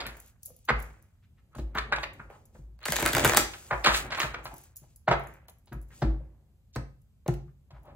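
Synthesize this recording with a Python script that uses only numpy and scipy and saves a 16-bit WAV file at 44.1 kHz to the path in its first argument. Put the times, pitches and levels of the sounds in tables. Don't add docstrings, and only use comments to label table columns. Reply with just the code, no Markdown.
import sys
import numpy as np
from scipy import signal
from scipy.io import wavfile
from scipy.ndimage import uniform_filter1d

SR = 44100
rng = np.random.default_rng(int(sys.argv[2]) if len(sys.argv) > 2 else 0)


def how_loud(loudness_db):
    steps = np.asarray(loudness_db, float) / 20
    return 10 ** steps


def unload_audio(sound):
    columns = np.transpose(np.atleast_2d(sound))
    steps = np.round(np.clip(columns, -1, 1) * 32767)
    wavfile.write(sys.argv[1], SR, steps.astype(np.int16))


N = 350595
CARD_LAG, BEAD_LAG, RIFFLE_LAG = 3, -8, -1


def evened(x):
    return x / np.sqrt(np.mean(x ** 2) + 1e-20)


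def peaked(x):
    return x / abs(x).max()


def read(points, hz):
    f, value = np.transpose(points)
    return np.interp(np.log(hz + 1), np.log(f + 1), value)


def resonated(x, hz, q):
    return signal.lfilter(*signal.iirpeak(hz, q, SR), x)


def add(mix, start_s, sound, pan_db=0., lag=0):
    for ear, side in zip(mix, (1, -1)):
        first = round(start_s * SR) + (lag if side > 0 else 0)
        part = ear[max(first, 0):][:len(sound)]
        part += how_loud(side * pan_db / 2) * sound[:len(part)]


def click(points, size=1024):
    hz = abs(np.fft.fftfreq(2 * size, 1 / SR))
    log_gain = np.log(how_loud(np.maximum(read(points, hz), -100)))
    h = np.fft.ifft(np.exp(np.conj(signal.hilbert(log_gain)))).real[:size]
    return h / np.linalg.norm(h)


def ring(modes, size=22000):
    t = np.arange(size) / SR
    return peaked(sum(how_loud(db - 60 * t / t60) * np.sin(2 * np.pi * hz * t) for hz, db, t60 in modes))


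def grit(lumps_db, size=N):
    lumps = np.minimum(rng.exponential(1, size // 24 + 1), 4)
    force = np.repeat(how_loud(lumps_db * lumps), 24)[:size]
    return evened(force * rng.standard_normal(size))


def cascade(spread_s, rise_s, lumps_db):
    t, lead_s = np.arange(4096) / SR, 4 * rise_s
    crowding = np.exp((t - lead_s) / rise_s)
    thinning = np.exp(-np.maximum(t - lead_s - 0.37 * spread_s, 0) / spread_s)
    end_fade = signal.windows.tukey(4096, .1) ** (t > .04)
    return lead_s, grit(lumps_db, size=4096) * np.minimum(crowding, thinning) * end_fade


def gesture(start_s, hold_s, level_db, swell_db_per_s, fade_db_per_s):
    t = np.arange(0, N, 64) / SR
    swell = swell_db_per_s * np.maximum(start_s - t, 0)
    return level_db - swell - fade_db_per_s * np.maximum(t - start_s - hold_s, 0)


def strongest(gestures):
    level_db = np.max([gesture(*g) for g in gestures], 0)
    return how_loud(np.interp(np.arange(N), np.arange(0, N, 64), level_db))


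# freq_hz [Hz], density_db [dB per Hz]
AIR_SPECTRUM = [(15, -30), (25, -13.5), (74, -2), (177, -18.5), (245, -23.5), (288, -32.5), (1830, -48.5),
                (4480, -51.5), (14800, -49), (16500, -67.5)]
# freq_hz [Hz], likeness [0-1]
AIR_LIKENESS = [(60, 0.93), (240, 0.89), (950, 0.48), (3770, 0.06), (15000, 0.99)]


def air():
    frames, hz = N // 512 + 5, np.fft.rfftfreq(2048, 1 / SR)
    a, b, c, d, drift = rng.standard_normal((frames, 1025, 5)).T
    drift = evened(uniform_filter1d(uniform_filter1d(drift, 20, 0), 8, 1))
    same, left = read(AIR_LIKENESS, hz)[:, None], a + 1j * b
    right = same * left + np.sqrt(1 - same ** 2) * (c + 1j * d)
    z = np.array([left, right]) * how_loud(read(AIR_SPECTRUM, hz)[:, None] + 0.51 * drift)
    return how_loud(-60) * evened(signal.istft(z, nperseg=2048, noverlap=1536)[1][:, :N])


# peak_s [s], flex_db [dB],
# palm_rub_db [dB], swell_db_per_s [dB/s], fade_db_per_s [dB/s]
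STROKES = [
    (0.0, -37, -49.5, 100, 114),
    (.8, -49.5, -60, 300.5, 90),
    (1.9, -63.5, -53, 65.5, 30.5),
    (3.04, -35.5, -44, 247.5, 43.5),
    (3.24, -35.5, -35, 171, 106.5),
    (4.05, -44.5, -50.5, 40.5, 46),
    (4.37, -49, -57.5, 28, 72.5),
    (5.24, -47, -59, 300.5, 102),
    (6.12, -68, -57, 60.5, 61.5),
    (7.95, -86, -58, 85.5, 100),
]
# start_s [s], hold_s [s], hiss_db [dB], swell_db_per_s [dB/s], fade_db_per_s [dB/s]
DRAGS = [(.01, 0.29, -60, 300, 482), (.45, .2, -67.5, 248, 56), (.8, 0.043, -59, 150, 86),
         (1.58, 0.0074, -54, 460, 256), (2.03, 0.0042, -53, 147, 294.5), (2.135, .11, -69, 900, 201.5),
         (2.31, 0.051, -66.5, 605, 94), (2.545, 0.041, -65, 695.5, 196.5), (2.87, 0.56, -35, 739, 240),
         (3.45, .01, -45, 499.5, 24), (3.97, 0.0025, -26, 229.5, 285), (4.21, 0.0091, -35, 282, 208),
         (4.44, .21, -57.5, 699, 192), (4.8, 0.13, -67, 100, 367.5), (5.12, 0.24, -68, 313.5, 356.5),
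         (5.95, 0.074, -55, 326, 201)]
# freq_hz [Hz], density_db [dB per Hz]
RUB = [(120, -27), (300, -5), (600, -6), (900, -10), (1500, -27.5), (4000, -53)]
# freq_hz [Hz], density_db [dB per Hz]
FLEX = [(150, -19), (300, -3), (600, 1), (1000, -1.5), (1600, 0), (2400, -6.5), (3200, -20), (5000, -41.5),
        (9000, -74.5)]
# freq_hz [Hz], density_db [dB per Hz]
EDGE = [(900, -30.5), (2500, -2.5), (4000, -4), (8000, 3.5), (12000, 2.5), (16000, -5.5), (18000, -35)]
# freq_hz [Hz], level_db [dB], t60_s [s]
TOP = [(94, -9, 0.29), (137, 5.5, 0.079), (227, 1.5, 0.054), (278, -11.5, 0.19), (323.5, -8.5, 0.19),
       (366, -9, 0.15), (539, -11.5, 0.42), (759.3, -13, 0.091)]
# freq_hz [Hz], level_db [dB], t60_s [s]
SWAY = [(53.8, 4.5, 0.26), (56, -2.5, 0.2)]


def slide():
    rub = strongest((s, 0, rub_db, *pace) for s, _, rub_db, *pace in STROKES)
    flex = strongest((s, 0, flex_db, *pace) for s, flex_db, _, *pace in STROKES)
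    hiss = strongest(DRAGS)
    desk = ring(TOP) + 0.15 * ring(SWAY)
    shake = evened(signal.oaconvolve(grit(1.4) * rub, desk)[:N])
    out = how_loud(6.0) * shake * np.std(rub) * np.array([[how_loud(.7)], [how_loud(-.7)]])
    for level, colour, lumps_db, apart in ((rub, RUB, 3., .45), (flex, FLEX, 4., .8), (hiss, EDGE, 2.8, .4)):
        shared, left, right = (signal.oaconvolve(grit(lumps_db), click(colour))[:N] for _ in range(3))
        ports = np.array([np.roll(shared, -2), shared]) + apart * np.array([left, right])
        out = out + how_loud(-3.5) * level * ports
    return out


# freq_hz [Hz], density_db [dB per Hz]
CRACK = [(1200, -24), (2600, -5.5), (4000, -0.5), (6000, -9.5), (9000, -16.5), (16000, -34)]


def land(out, start_s, level_db, pitch_hz, crack_db, spread_s, q, rise_s):
    lead_s, drive = cascade(spread_s, rise_s, lumps_db=3.5)
    body = signal.fftconvolve(drive, click(FLEX))
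    body = signal.lfilter(*signal.butter(2, 8.1 * pitch_hz, fs=SR), body)
    body = peaked(0.28 / q * body + resonated(body, pitch_hz, q))
    crack = peaked(signal.fftconvolve(drive, click(CRACK)))
    sound = how_loud(level_db - 3.0) * (body + how_loud(crack_db + 3.0) * crack)
    add(out, max(start_s - lead_s, 0), sound, -.8, CARD_LAG + rng.integers(-1, 2))


# start_s [s], level_db [dB peak], pitch_hz [Hz], crack_db [dB re touch]
TOUCHES = [(0.004, -30.5, 970, 2), (1.549, -39.5, 1050, -16), (1.585, -31.5, 624, -14),
           (2.197, -27.5, 1330, -36), (2.299, -37, 540, -43), (2.55, -44.5, 445, -29),
           (3.535, -32, 1325, -3), (4.385, -34, 579, -18), (4.456, -24.5, 1031, -13.5),
           (5.484, -45, 704, -5), (5.673, -53, 740, -2), (5.722, -34, 1000, -17.5), (6.02, -21, 720, -17),
           (6.759, -27, 510, -27), (7.261, -30, 576, -23), (7.28, -25, 405, -40), (7.706, -45.5, 777, -11)]


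def touches():
    out = np.zeros((2, N))
    for row in TOUCHES:
        land(out, *row, spread_s=0.012, q=1.63, rise_s=.001)
    return out


# start_s [s], level_db [dB peak], pitch_hz [Hz], crack_db [dB re slap], spread_s [s]
SLAPS = [(0.057, -26.5, 1790, -10, 0.021), (0.686, -13.5, 1688, -15, 0.0089),
         (0.693, -7, 1640, -24, 0.0055), (0.704, -7, 855, -27.5, 0.0054), (1.752, -20, 1100, -22.5, 0.02),
         (1.774, -17, 1300, -16.5, 0.01), (1.784, -17.5, 1590, -4, 0.0065),
         (1.807, -29.5, 1170, -8.5, 0.015), (1.924, -9, 1600, -20, 0.011), (1.962, -28, 2200, -2.5, 0.006),
         (1.983, -19, 910, -19.5, 0.0045), (2.034, -18.5, 2390, -10, 0.0053),
         (3.711, -10.5, 1010, -28, 0.011), (3.728, -14, 920, -31, 0.012), (3.846, -11, 2380, -6.5, 0.0054),
         (3.86, -4, 1330, -6.5, 0.027), (3.895, -19, 1370, -18, 0.022), (3.939, -12, 1710, -6, 0.027),
         (4.106, -28, 1100, -6, 0.01), (4.121, -21.5, 1580, -7, 0.015), (4.149, -20.5, 1600, -4.5, 0.006),
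         (4.175, -22, 1070, -17, 0.01), (4.186, -20, 1100, -9, 0.012), (4.202, -12.5, 1800, -3, 0.005),
         (4.215, -17, 1590, -5, 0.007), (4.232, -16.5, 1500, -10, 0.008), (4.247, -23.5, 910, -21, 0.009),
         (4.268, -34, 1200, -7, 0.008), (4.344, -19, 1530, -15.5, 0.0063), (5.08, -7, 766, -27, 0.016),
         (5.113, -6.5, 780, -22, 0.0074), (5.125, -12, 960, -17.5, 0.01)]


def slaps():
    out = np.zeros((2, N))
    for row in SLAPS:
        land(out, *row, q=1.3, rise_s=.0025)
    return out


# start_s [s], level_db [dB peak], sway_db [dB re blow], spot_hz [Hz]
THUDS = [(0.061, -36.5, -13, 154.3), (0.506, -47.5, -26, 124), (0.704, -21.5, -8.5, 130),
         (1.561, -32.5, -4.5, 129), (1.592, -24, -7.5, 131), (1.755, -28, -10.5, 137),
         (1.924, -34, -9, 380), (2.195, -39, -15, 146), (2.548, -45.5, -5, 198), (2.59, -40, -4.5, 140),
         (2.68, -52, 1, 110), (2.894, -24.5, -18.5, 190), (3.024, -21.5, -17, 380),
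         (3.139, -21, -18.5, 166), (3.248, -19.5, -33.5, 139.6), (3.37, -19, -20, 350),
         (3.717, -26.5, -11.5, 132), (3.873, -17.5, -16.5, 220), (4.235, -28, -14.5, 132),
         (4.45, -40.5, -10, 111.6), (4.533, -38.5, -17, 390), (4.821, -43, -23, 137),
         (5.086, -18, -18, 137), (5.719, -30.5, -7, 124), (5.759, -33, -19.5, 272),
         (6.023, -10.5, -14, 216), (6.061, -23, -12, 317), (6.765, -20, -20, 139.6),
         (7.284, -19, -16.5, 129.8), (7.718, -40.5, -8, 135.3), (7.868, -56, -6, 111)]


def thuds():
    out, top, sway = np.zeros((2, N)), ring(TOP), ring(SWAY)
    onset_s = .055
    sway = peaked(sway * (1 - np.exp(-(np.arange(len(sway)) / SR / onset_s) ** 2)))
    stiff = signal.butter(4, 105., "high", fs=SR, output="sos")
    contact_s = .0021
    for start_s, level_db, sway_db, spot_hz in THUDS:
        push = np.convolve(np.hanning(int(contact_s * SR) + 3), cascade(.007, .001, lumps_db=3.5)[1])
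        knock = signal.sosfilt(stiff, signal.fftconvolve(top, push)[:len(top)])
        knock = peaked(.5 * knock + resonated(knock, spot_hz, 1.8))
        blow = how_loud(level_db - 5.5) * knock + how_loud(level_db + sway_db - 0.7) * sway
        add(out, start_s - .007, blow, 1.5)
    return out


# start_s [s], level_db [dB peak], answer_delay_s [s]
BEADS = [(0.0657, -29, 0.0053), (0.2, -34.5, .0235), (0.259, -45, 0.017), (0.168, -43, .05),
         (0.277, -48, .027), (0.4315, -32, 0.0055), (0.4533, -34, 0.037), (0.459, -22.5, 0.0078),
         (0.564, -43.5, 0.025), (0.651, -43, 0.0045), (0.693, -43, .0065), (0.8008, -40, .018),
         (0.792, -42, 0.013), (0.8243, -35.5, 0.2), (1.552, -40.5, 0.037), (1.751, -34.5, .036),
         (2.454, -46, 0.0056), (4.195, -28.5, 0.009), (4.4424, -37, .031), (4.449, -33, 0.0064),
         (4.54, -34, 0.02), (4.5663, -41, 0.04), (4.5812, -38, 0.0087), (4.613, -49, 0.0066),
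         (4.636, -43, .021), (4.7666, -32.5, 0.013), (5.0815, -49, .03), (5.0867, -46, 0.033),
         (5.236, -47, 0.025), (5.496, -42.5, .006), (5.585, -52.5, .01), (5.8258, -48, 0.059),
         (4.7592, -32, 0.01), (4.7747, -33, 0.012), (4.9596, -39, 0.008), (5.1963, -44, .01),
         (5.2708, -40, 0.013), (5.3378, -45, 0.32), (5.483, -43, .0194), (5.7297, -43, 0.011),
         (5.8154, -44, 0.014), (6.7523, -40.5, .012), (7.0173, -58, 0.011), (7.3378, -44, .006),
         (7.8318, -59, 0.01), (7.8543, -56, 0.0096), (2.134, -47, .008), (2.302, -53.5, 0.014)]
# freq_hz [Hz], density_db [dB per Hz]
BEAD = [(1500, -33), (4000, -18.5), (7500, 1), (11500, 4), (15000, 7), (18000, -26)]


def beads():
    out, bead = np.zeros((2, N)), click(BEAD)
    answer_db = -10.5
    for start_s, level_db, delay_s in BEADS:
        for at_s, knock_db in ((start_s, level_db), (start_s + delay_s, level_db + answer_db)):
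            knock = peaked(signal.fftconvolve(cascade(.003, .0002, lumps_db=5.)[1], bead))
            add(out, at_s - .0006, how_loud(knock_db + 2.0) * knock, .6, BEAD_LAG)
    return out


# middle_s [s], length_s [s], level_db [dB], pitch_hz [Hz], width_hz [Hz]
SCRAPES = [(0.498, 0.079, -59.5, 510, 336), (1.242, 0.053, -68.5, 1870, 2540),
           (1.39, 0.054, -66.5, 1620, 1800), (1.544, 0.078, -62, 1195, 910), (2.333, 0.12, -50.5, 900, 870),
           (2.846, 0.096, -45.5, 1470, 2550), (4.525, 0.079, -42.5, 832, 401),
           (4.835, 0.046, -55.5, 587, 500), (5.931, 0.07, -57.5, 1300, 1800),
           (6.748, 0.042, -52.5, 5000, 5000), (7.492, 0.053, -70, 1301, 1192),
           (7.758, 0.084, -52.5, 886, 918), (7.889, 0.14, -48.5, 680, 570)]


def scrapes():
    out = np.zeros((2, N))
    for middle_s, length_s, level_db, pitch_hz, width_hz in SCRAPES:
        slip = grit(2.1, size=8192)
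        for _ in range(2):
            slip = resonated(slip, pitch_hz, pitch_hz / width_hz)
        size = int(length_s * SR)
        slip = evened(slip)[-size:] * np.hanning(size)
        add(out, middle_s - size / SR / 2, how_loud(level_db - 5.5) * slip, .5, rng.integers(-4, 5))
    return out


# start_s [s], level_db [dB peak], pitch_hz [Hz],
# t60_s [s]
PINGS = [(.503, -47, 510, .05), (1.53, -58, 1300, 0.11), (1.548, -50, 1280, .04), (1.561, -41, 620, 0.037),
         (1.551, -53, 4300, 0.033), (1.596, -55, 4050, .04), (1.912, -45, 4500, 0.054),
         (1.926, -31, 3800, 0.059), (1.926, -19, 1540, .07), (1.985, -38.5, 3300, .04),
         (2.838, -35, 4200, 0.022), (4.121, -34, 1600, 0.037), (4.149, -29.5, 1400, 0.044),
         (5.905, -51.5, 1870, .16), (5.91, -60, 1640, 0.14), (6.021, -26, 720, 0.054),
         (6.205, -47, 540, 0.095), (6.7515, -44.5, 4000, .02), (6.7665, -41.5, 4500, .02),
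         (7.262, -30.5, 560, 0.035), (7.283, -24.5, 356, 0.16), (7.283, -28.5, 710, 0.068),
         (7.48, -64, 1198, 0.063), (7.285, -24, 135.4, 0.2), (6.765, -24, 140, .21), (6.024, -21, 215, .08),
         (6.05, -34, 323, 0.24), (5.1, -22.5, 140, .22), (2.3, -45, 700, .05)]


def pings():
    out = np.zeros((2, N))
    for start_s, level_db, pitch_hz, t60_s in PINGS:
        note = ring([(pitch_hz, 0, t60_s), (pitch_hz * 1.1, -7, t60_s * 0.76)], size=16384)
        push = cascade(.001, .0002, lumps_db=0.5)[1][:400]
        add(out, start_s, how_loud(level_db) * peaked(np.convolve(note, push)), .3, CARD_LAG)
    return out


# start_s [s], level_db [dB peak], body_db [dB re snap]
RIFFLE = [(2.79, -52, -3), (2.805, -52.5, -5.5), (2.815, -47, -5.5), (2.83, -40.5, -4.5),
          (2.8545, -22.5, -7), (2.8587, -22, -2), (2.8827, -24, 2), (2.9036, -22.5, -22.5),
          (2.9217, -13.5, -8.5), (2.9315, -23.5, -2), (2.9375, -28.5, -3.5), (2.958, -18, -12),
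          (2.9648, -12.5, -10), (2.9865, -21.5, -4.5), (2.9965, -23.5, -3.5), (3.0003, -21, -3.5),
          (3.0053, -21, -4), (3.0165, -23.5, -3), (3.026, -20, 2.5), (3.0541, -16, -7.5),
          (3.0612, -10.5, -5.5), (3.0739, -20.5, -6.5), (3.0775, -22, -4), (3.0885, -20.5, -3.5),
          (3.1295, -24.5, -7.5), (3.1325, -17, -5), (3.1495, -16.5, 1.5), (3.1663, -14.5, -1.5),
          (3.1812, -18.5, 3.5), (3.1955, -14.5, -7.5), (3.2035, -20, -9), (3.2288, -26, 0.5),
          (3.2401, -16, -8), (3.2471, -4.5, -5.5), (3.2522, -13, -4), (3.2574, -15, 0.5),
          (3.2622, -18.5, -3), (3.2763, -15, -7.5), (3.289, -20, -5.5), (3.2955, -9.5, -5.5),
          (3.32, -17.5, 2), (3.3345, -14.5, -1), (3.3465, -15.5, -0.5), (3.3585, -26.5, -2.5),
          (3.3657, -13, -12), (3.3713, -4, -6.5), (3.377, -10, -9.5), (3.39, -20, -5), (3.3975, -23, -4),
          (3.404, -19.5, -10), (3.4114, -24, -14), (3.4264, -29, -9), (6.7605, -32.5, 5),
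          (7.2792, -26, -13), (3.8455, -20, 0.5), (3.8605, -22.5, 0.5), (7.34, -42, -6.5)]
# freq_hz [Hz], density_db [dB per Hz]
SNAP = [(700, -20), (2000, -6), (3500, -3), (5500, -7), (8000, -5), (12000, -4.5), (16000, -7),
        (18000, -23.5)]


def riffle():
    out, body, edge = np.zeros((2, N)), click(FLEX), click(SNAP)
    for start_s, level_db, body_db in RIFFLE:
        snap = peaked(signal.fftconvolve(cascade(.0013, .0002, lumps_db=4.)[1], edge))
        flex = peaked(signal.fftconvolve(cascade(.0035, .0004, lumps_db=5.)[1], body))
        card = how_loud(level_db + 2.5) * (snap + how_loud(body_db) * flex)
        add(out, start_s - .0006, card, -.5, RIFFLE_LAG + rng.integers(-1, 2))
    return out


# freq_hz [Hz], t60_s [s]
WALLS = [(60, 0.53), (400, 0.36), (1100, 0.32), (2900, 0.34), (6000, 0.33), (16000, 0.15)]


def walls(x):
    taps = np.zeros((2, SR // 2))
    at = np.arange(160, SR // 2 - 20, 20) + rng.integers(0, 20, (2, (SR // 2 - 161) // 20))
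    np.put_along_axis(taps, at, rng.choice([-1., 1.], at.shape), 1)
    hz, t, z = signal.stft(taps, SR, nperseg=256)
    same = 1 / (1 + (hz[:, None] / 250) ** 2)
    z = np.array([z[0], np.sqrt(same) * z[0] + np.sqrt(1 - same) * z[1]])
    decay = how_loud(-60 * t / read(WALLS, hz)[:, None])
    tail = signal.istft(z * decay, SR, nperseg=256)[1]
    return signal.fftconvolve(x[None], tail / np.linalg.norm(tail[0]), axes=1)[:, :N]


def scene():
    cards = slaps() + touches() + riffle() + scrapes()
    wrist, desk = beads(), pings() + thuds()
    sent = how_loud(-5.0) * cards + how_loud(-4.5) * wrist + how_loud(-7) * desk
    return cards + wrist + slide() + desk + walls(sent.mean(0)) + air()


def thinned(x):
    hole_db, waver_db, hole_above_hz = -3.2, 1.6, 4400
    full_above_db, full_db = -41, -3.
    hz, t, z = signal.stft(x, SR, nperseg=1024)
    power = uniform_filter1d(abs(z) ** 2, size=3, axis=2).mean(0)
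    band, block = np.arange(len(hz)) // 8, np.arange(len(t)) // 2
    steps = uniform_filter1d(power, size=8, axis=0)[np.minimum(band * 8 + 4, 512)][:, block * 2]
    around = uniform_filter1d(power, size=71, axis=0)
    waver = evened(uniform_filter1d(rng.standard_normal((len(t), 65)), size=5, axis=0))
    waver = np.clip(waver[block * 2][:, band // 4].T, -3, 1)
    loud = power[hz > 8000].sum(0) > how_loud(2 * full_above_db)
    limit_db = hole_db + full_db * loud - 3 * (hz[:, None] < 8000) + waver_db * waver
    hole = (steps < how_loud(2 * limit_db) * around) & (hz[:, None] > hole_above_hz)
    return signal.istft(z * ~hole, SR, nperseg=1024)[1][:, :N]


def low_pass(x):
    return signal.sosfilt(signal.butter(12, 16990, fs=SR, output="sos"), x)


# freq_hz [Hz], width_hz [Hz], depth_db [dB]
TREBLE_DIPS = [
    (5542, 240, -9),
    (9576, 1300, -9.5),
    (13200, 1500, -11),
]


def record(dry):
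    hz = np.fft.rfftfreq(1024, 1 / SR)
    dips_db = sum(db * np.exp(-(2 * (hz - f) / width) ** 2) for f, width, db in TREBLE_DIPS)
    ports = signal.firwin2(511, hz, how_loud(dips_db) * (hz < 15850), fs=SR)
    cut = signal.sosfilt(signal.butter(6, 38., "high", fs=SR, output="sos"), dry)
    side = 0.65 * resonated(cut[0] - cut[1], 2900, 1.2) / 2
    cut = cut + np.array([side, -side])
    mix = thinned(signal.oaconvolve(cut, ports[None], "same"))
    return low_pass(mix)


dry = scene()
out = record(dry)
unload_audio(out)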